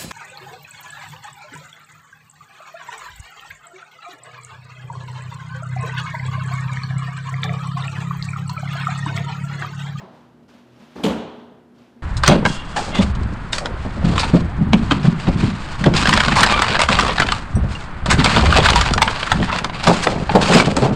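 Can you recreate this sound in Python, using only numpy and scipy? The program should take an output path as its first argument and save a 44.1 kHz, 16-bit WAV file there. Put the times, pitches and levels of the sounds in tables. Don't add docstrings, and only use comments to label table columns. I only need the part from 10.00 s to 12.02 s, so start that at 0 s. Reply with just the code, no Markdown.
import sys
import numpy as np
from scipy import signal
from scipy.fft import rfft, irfft, next_fast_len
from scipy.io import wavfile
from scipy.ndimage import uniform_filter1d

SR = 44100
rng = np.random.default_rng(int(sys.argv[2]) if len(sys.argv) > 2 else 0)


def to_wav(sig):
    pcm = np.clip(np.atleast_2d(sig), -1, 1) * 32767
    pcm = np.round(pcm).astype(np.int16)
    wavfile.write(sys.argv[1], SR, pcm.T)


def makeup_ratio(level_db):
    decades = np.asarray(level_db, float) / 20
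    return 10 ** decades


N = 89170
LEAD = SR // 2

# frequency in Hz, level in dB per Hz.
AIR_COLOUR = [(24, -44), (40, -39), (174, -24), (247, -10), (302, -4), (360, -11), (671, -15.5),
              (1160, -24), (15600, -53)]
# frequency in Hz, width in Hz, level in dB.
VENT_TONES = [(79.7, 41, -68), (124.1, 6.5, -64.5), (153.8, 5.2, -63), (198.4, 19, -62), (262, 30, -66),
              (359.8, 8.2, -64), (1496, 400, -72)]
# frequency in Hz, level in dB.
MAINS_TONES = [(120, -65)]
# centre in seconds, half width in seconds, depth in dB.
DUCT_SAGS = [(0.031, 0.038, 16), (.165, 0.011, 8), (.315, 0.022, 14), (.47, 0.02, 15), (.7, 0.028, 12),
             (.79, .01, 13), (.87, 0.031, 4), (1.62, 0.034, 5), (1.72, 0.01, 0), (1.78, 0.0095, 2),
             (1.88, 0.016, 14), (1.945, 0.025, 13)]

# frequency in Hz, time to die by 60 dB in seconds.
ROOM_DECAY = [(60, 1.15), (240, 0.4), (450, 1.026), (1000, 1.175), (2300, 0.8), (3250, 0.94), (4300, 0.89),
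              (5200, 0.69), (7500, 0.49), (12000, 0.34)]
# frequency in Hz, level in dB per Hz.
ROOM_COLOURS = [
    [(40, -49), (190, 9), (300, -8.5), (600, -5), (1000, -8), (2000, -17), (3500, -24.5), (15500, -31)],
    [(100, -19), (180, 6.5), (300, 7), (800, -9.5), (1500, -13.5), (3000, -24), (6000, -33.5), (15500, -76)],
    [(135, -18.5), (200, 1), (700, -11.5), (1900, -22.5), (3200, -22), (5100, -34), (7000, -31.5),
     (15500, -46.5)],
]

# start in seconds, rise in seconds, time to die by 60 dB in seconds, level in dB.
SCUFFS = [(.11, 0.024, 0.9, -54), (0.191, 0.031, 0.49, -67), (1.31, 0.021, 0.88, -56),
          (1.42, .03, 0.23, -58), (.426, 0.002, 0.13, -61), (0.482, 0.0082, 0.097, -44.5),
          (.497, 0.0082, 0.47, -51.5), (0.535, 0.0037, 0.61, -54.5), (.58, 0.0059, 0.5, -56.5),
          (.64, 0.05, 1, -56), (0.712, 0.035, 0.86, -55), (0.771, 0.039, 0.76, -46.5),
          (0.878, 0.078, 1, -46.5), (1.743, 0.0097, 0.57, -58.5), (1.773, .02, 0.39, -53.5),
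          (1.81, .02, 0.88, -57), (1.96, 0.026, 1, -65)]
# frequency in Hz, level in dB per Hz.
SCUFF_COLOUR = [(200, -58), (400, -2), (900, -3.5), (1800, -9.5), (3300, -11), (6500, -22), (9000, -30.5),
                (15500, -36.5)]
# time in seconds, level in dB.
GRIT_TICKS = [(.43, -70), (0.483, -55), (.5, -53), (0.54, -57), (0.584, -59), (0.763, -56.5), (.956, -55),
              (0.967, -64), (1.744, -67), (1.785, -58), (1.82, -60)]
# frequency in Hz, level in dB per Hz.
TICK_COLOUR = [(1200, -30), (2500, -4), (5000, 5), (8000, -7.5), (11000, -27), (15500, -37)]
# frequency in Hz, level in dB per Hz.
DRAG_COLOUR = [(800, -7), (2100, -4), (5000, 0), (9000, -14), (13000, -15), (15700, -22)]

# start in seconds, level in dB, frequency in Hz, time to die by 60 dB in seconds.
PLANK_RINGS = [(.03, -40, 376.5, 0.18), (.957, -30, 790, 0.057), (.962, -36, 300, 0.089),
               (.988, -42, 1090, .05), (.996, -31, 833, 0.072), (1.037, -29, 995, 0.055),
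               (1.042, -17.5, 441, 0.17), (1.044, -27.5, 1240, 0.067), (1.05, -25, 755, 0.035),
               (1.056, -24, 1338, 0.037), (1.064, -15, 400, 0.061), (1.066, -27, 903, 0.11),
               (1.077, -14, 542, 0.082), (1.084, -33, 770, 0.056), (1.094, -25, 1130, .05),
               (1.103, -29, 512, .07), (1.112, -26, 866, 0.059), (1.122, -17, 291, 0.096),
               (1.135, -22, 507, 0.057), (1.168, -35, 930, 0.066), (1.188, -28, 470, 0.086),
               (1.239, -44, 556, .07), (1.264, -40, 860, 0.055), (1.314, -46, 550, 0.061),
               (1.04, -17, 262, 0.067), (1.069, -22, 277, .08), (1.093, -27, 260, .08),
               (1.164, -31, 163, 0.14), (1.245, -34.5, 161, 0.16), (1.032, -22, 227, 0.028),
               (-.005, -40, 192, .2), (.07, -48, 535, .15), (.14, -50, 700, .15), (.16, -52, 950, .15),
               (1.142, -32, 700, .07), (1.06, -31, 1200, .07), (1.12, -33, 1000, .07),
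               (1.805, -48, 240, .2)]
# frequency in Hz, level in dB, time to die by 60 dB in seconds.
EDGE_MODES = [(2392, -22.5, 0.037), (3190, -21, 0.033), (4590, -28.5, 0.034), (5800, -31, .02),
              (7240, -41, 0.12)]
# start in seconds, level in dB.
EDGE_SNAPS = [(1.0353, -29), (1.0388, -40), (1.0472, -27), (1.0525, -28), (1.0562, -28), (1.0608, -32),
              (1.067, -37), (1.0785, -29), (1.092, -41)]
# frequency in Hz, level in dB per Hz.
SNAP_COLOUR = [(2500, -29), (5000, -2), (8000, 0), (11000, -5), (15500, -13)]
# frequency in Hz, level in dB per Hz.
BITE_COLOUR = [(3000, -30), (6000, -9), (10000, -6), (14000, -7), (15800, -35)]

# peak time in seconds, level in dB.
RATTLES = [(1.0398, -19.5), (1.048, -33), (1.054, -22), (1.063, -24), (1.067, -30), (1.084, -28),
           (1.105, -29), (1.122, -41), (1.317, -53)]
# frequency in Hz, level in dB per Hz.
RATTLE_COLOUR = [(1500, -40), (2600, -16), (3200, 3), (3900, -5), (5200, -12), (7200, -14), (15500, -57)]
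# frequency in Hz, level in dB, time to die by 60 dB in seconds.
BINDING_MODES = [(2490, -4, 0.025), (2968, 2, 0.038), (3203, -2, 0.029), (3650, -22, 0.021),
                 (4424, -5, 0.029), (6940, -25, 0.019)]

# start in seconds, level in dB, lowest mode in Hz, level of the upper modes in dB.
KNOCKS = [(0.421, -41, 240, -18), (0.546, -39, 240, -8), (0.798, -41, 213, -23), (0.814, -36, 221, -14.5),
          (.956, -33, 206, -12), (0.991, -36, 295, -20), (1.012, -41, 203, -15), (1.039, -12, 240, -16),
          (1.0437, -16, 226, -8.5), (1.0575, -10, 201, -18), (1.08, -15, 192.6, -7.5), (1.106, -24, 225, 2),
          (1.139, -16, 214, -15), (1.19, -27, 225, 1), (1.224, -27, 206, -2), (1.374, -33.5, 224, -28),
          (1.42, -39, 236, -2), (1.479, -43.5, 240, -5), (1.515, -40.5, 251, -7), (1.961, -39, 233, -10)]
# frequency in Hz, level in dB, time to die by 60 dB in seconds.
PLANK_MODES = [(440, 2, 0.047), (282, -5, 0.044), (514, -13, 0.083), (874, -11.5, 0.081)]
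# start in seconds, level in dB.
FLOOR_BOOMS = [(0.962, -40), (1.08, -24.5), (1.165, -38), (1.299, -54), (1.468, -57)]

# start in seconds, floor thud in dB, base slap in dB, room answer in dB.
LANDINGS = [
    (-.2, -43, -30, -27),
    (.956, -32, -58, -30.5),
    (1.033, -17, -21.5, -20),
]
# frequency in Hz, level in dB, time to die by 60 dB in seconds.
FLOOR_MODES = [(178, -5, 0.32), (220.8, -11.5, 0.41), (239.3, -13, 0.99), (298, -7.5, 0.73),
               (390, -39, 0.19), (425, -17.5, 1.46), (487, -33, 0.1), (509, -17, 1.1), (568.4, -23, 0.85),
               (610, -69, 0.23), (768.6, -40, 0.53), (907, -46, 1.1), (851, -26, 0.23), (967, -19, 0.92)]
# frequency in Hz, level in dB per Hz.
SLAP_COLOUR = [(710, -79), (1200, -5), (3320, 12), (4020, -15), (4720, -10), (5260, -13), (5850, -20),
               (15500, -42)]
SLAP_LAG_S = 0.003


def unit(x):
    return x / np.sqrt(np.mean(x ** 2) + 1e-20)


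def along(points, hz):
    f, value = np.transpose(points)
    return np.interp(np.log(hz + 1), np.log(f + 1), value)


def noise(gain, size):
    m = next_fast_len(size + 8192)
    spectrum = rfft(rng.standard_normal(m)) * gain(np.fft.rfftfreq(m, 1 / SR))
    return unit(irfft(spectrum, m)[:size])


def coloured(colour, size):
    return noise(lambda f: makeup_ratio(along(colour, f)), size)


def swell(t, rise, t60):
    t = np.maximum(t, 0)
    return (1 - np.exp(-t / rise)) * makeup_ratio(-60 * t / t60)


def ringing(modes, t, rise, spread_db):
    total = 0
    for hz, db, t60 in modes:
        level = makeup_ratio(db + spread_db * rng.normal())
        total = total + level * swell(t, rise, t60) * np.sin(2 * np.pi * hz * t)
    return total


def above(x, hz, order):
    return signal.sosfilt(signal.butter(order, hz, "high", fs=SR, output="sos"), x)


def below(x, hz, order):
    return signal.sosfilt(signal.cheby2(order, 40, hz, fs=SR, output="sos"), x)


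def add(track, s, x):
    part = track[round(s * SR) + LEAD:][:len(x)]
    part += x[:len(part)]


def burst(colour, t60):
    t = np.arange(SR // 8) / SR
    return swell(t, 0.0036, t60) * coloured(colour, len(t))


def ventilation():
    t = np.arange(N) / SR
    total = makeup_ratio(-56.5) * coloured(AIR_COLOUR, N)
    for hz, width, db in VENT_TONES:
        total += makeup_ratio(db) * noise(lambda f: 1 / (1 + ((f - hz) / width * 2) ** 2), N)
    for hz, db in MAINS_TONES:
        total += makeup_ratio(db) * np.sin(2 * np.pi * hz * t)
    return total


def duct():
    t = np.arange(N) / SR
    sag_db = sum(db * np.exp(-((t - s) / width) ** 2) for s, width, db in DUCT_SAGS)
    return np.sqrt(2) * makeup_ratio(-53 - sag_db) * np.sin(2 * np.pi * 240 * t)


def scuffs():
    t = np.arange(N) / SR
    power = sum((makeup_ratio(db) * swell(t - s, rise, t60)) ** 2 for s, rise, t60, db in SCUFFS)
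    roughness_db = 0.5 * unit(uniform_filter1d(rng.standard_normal(N), size=90))
    friction = unit(makeup_ratio(roughness_db) * coloured(SCUFF_COLOUR, N))
    return np.sqrt(power) * friction


def grit_ticks():
    track = np.zeros(N + LEAD)
    for s, db in GRIT_TICKS:
        add(track, s - SLAP_LAG_S, makeup_ratio(db) * burst(TICK_COLOUR, t60=0.044))
    return track[LEAD:]


def tail_drag():
    t = np.arange(N) / SR
    start_s, end_s = 0.954, 1.04
    return makeup_ratio(-55) * swell(t - start_s, 0.003, 7.7) * (t < end_s) * coloured(DRAG_COLOUR, N)


def plank_rings():
    track, t = np.zeros(N + LEAD), np.arange(SR // 4) / SR
    for s, db, hz, t60 in PLANK_RINGS:
        add(track, s, ringing([(hz, db, t60)], t, rise=0.0027, spread_db=0))
    return track[LEAD:]


def steel_edge():
    track, t = np.zeros(N + LEAD), np.arange(SR // 4) / SR
    add(track, 1.034, makeup_ratio(-34) * burst(BITE_COLOUR, t60=0.018))
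    add(track, 1.0355, ringing(EDGE_MODES, t, rise=0.0023, spread_db=0))
    for s, db in EDGE_SNAPS:
        add(track, s, makeup_ratio(db) * swell(t, 0.0002, 0.0027) * coloured(SNAP_COLOUR, len(t)))
    return track[LEAD:]


def rattles():
    track, t = np.zeros(N + LEAD), np.arange(SR // 4) / SR
    for s, db in RATTLES:
        add(track, s - SLAP_LAG_S, makeup_ratio(db) * burst(RATTLE_COLOUR, t60=0.039))
        ring = ringing(BINDING_MODES, t, rise=0.0012, spread_db=4.4)
        add(track, s - SLAP_LAG_S, makeup_ratio(db - 5.5) * ring)
    return track[LEAD:]


def knocks():
    track, t = np.zeros(N + LEAD), np.arange(SR // 4) / SR
    for s, db, hz, upper_db in KNOCKS:
        lowest = ringing([(hz, 0, 0.11)], t, rise=0.0018, spread_db=0)
        upper = ringing(PLANK_MODES, t, rise=0.0013, spread_db=1.9)
        add(track, s, -makeup_ratio(db) * above(lowest + makeup_ratio(upper_db) * upper, 157, order=4))
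    return track[LEAD:]


def floor_booms():
    track, t = np.zeros(N + LEAD), np.arange(SR * 3 // 2) / SR
    for s, db in FLOOR_BOOMS:
        add(track, s, ringing([(72.4, db, 0.193)], t, rise=0.0082, spread_db=0))
    return track[LEAD:]


def room_answer(colour, size):
    hz, t, z = signal.stft(coloured(colour, size), SR, nperseg=256)
    clumps = unit(uniform_filter1d(rng.standard_normal(z.shape), size=5, axis=0))
    clumps_db = 3 * clumps * np.exp(-t / 0.14)
    decay_db = -60 * t / along(ROOM_DECAY, hz)[:, None]
    tail = signal.istft(z * makeup_ratio(clumps_db + decay_db), SR, nperseg=256)[1][:size]
    rise_s = 0.0046
    return tail * (1 - np.exp(-np.arange(size) / SR / rise_s))


def landings():
    track, t = np.zeros(N + LEAD), np.arange(SR * 3 // 2) / SR
    for (s, thud_db, slap_db, room_db), colour in zip(LANDINGS, ROOM_COLOURS):
        add(track, s, makeup_ratio(thud_db) * ringing(FLOOR_MODES, t, rise=0.019, spread_db=0.5))
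        add(track, s, makeup_ratio(room_db) * room_answer(colour, len(t)))
        add(track, s + SLAP_LAG_S, makeup_ratio(slap_db) * burst(SLAP_COLOUR, t60=0.027))
    return track[LEAD:]


def scene():
    background = ventilation() + duct()
    rubbing = scuffs() + grit_ticks() + tail_drag()
    board = plank_rings() + steel_edge() + rattles() + knocks()
    return (background + rubbing + board + floor_booms() + landings())[None]


def low_pass(x):
    return signal.sosfilt(signal.butter(12, 15730, fs=SR, output="sos"), x)


def record(dry):
    mix = below(dry, 15800, order=16)
    mix = above(mix, 58.6, order=6)
    return low_pass(mix)


dry = scene()
out = record(dry)
to_wav(out)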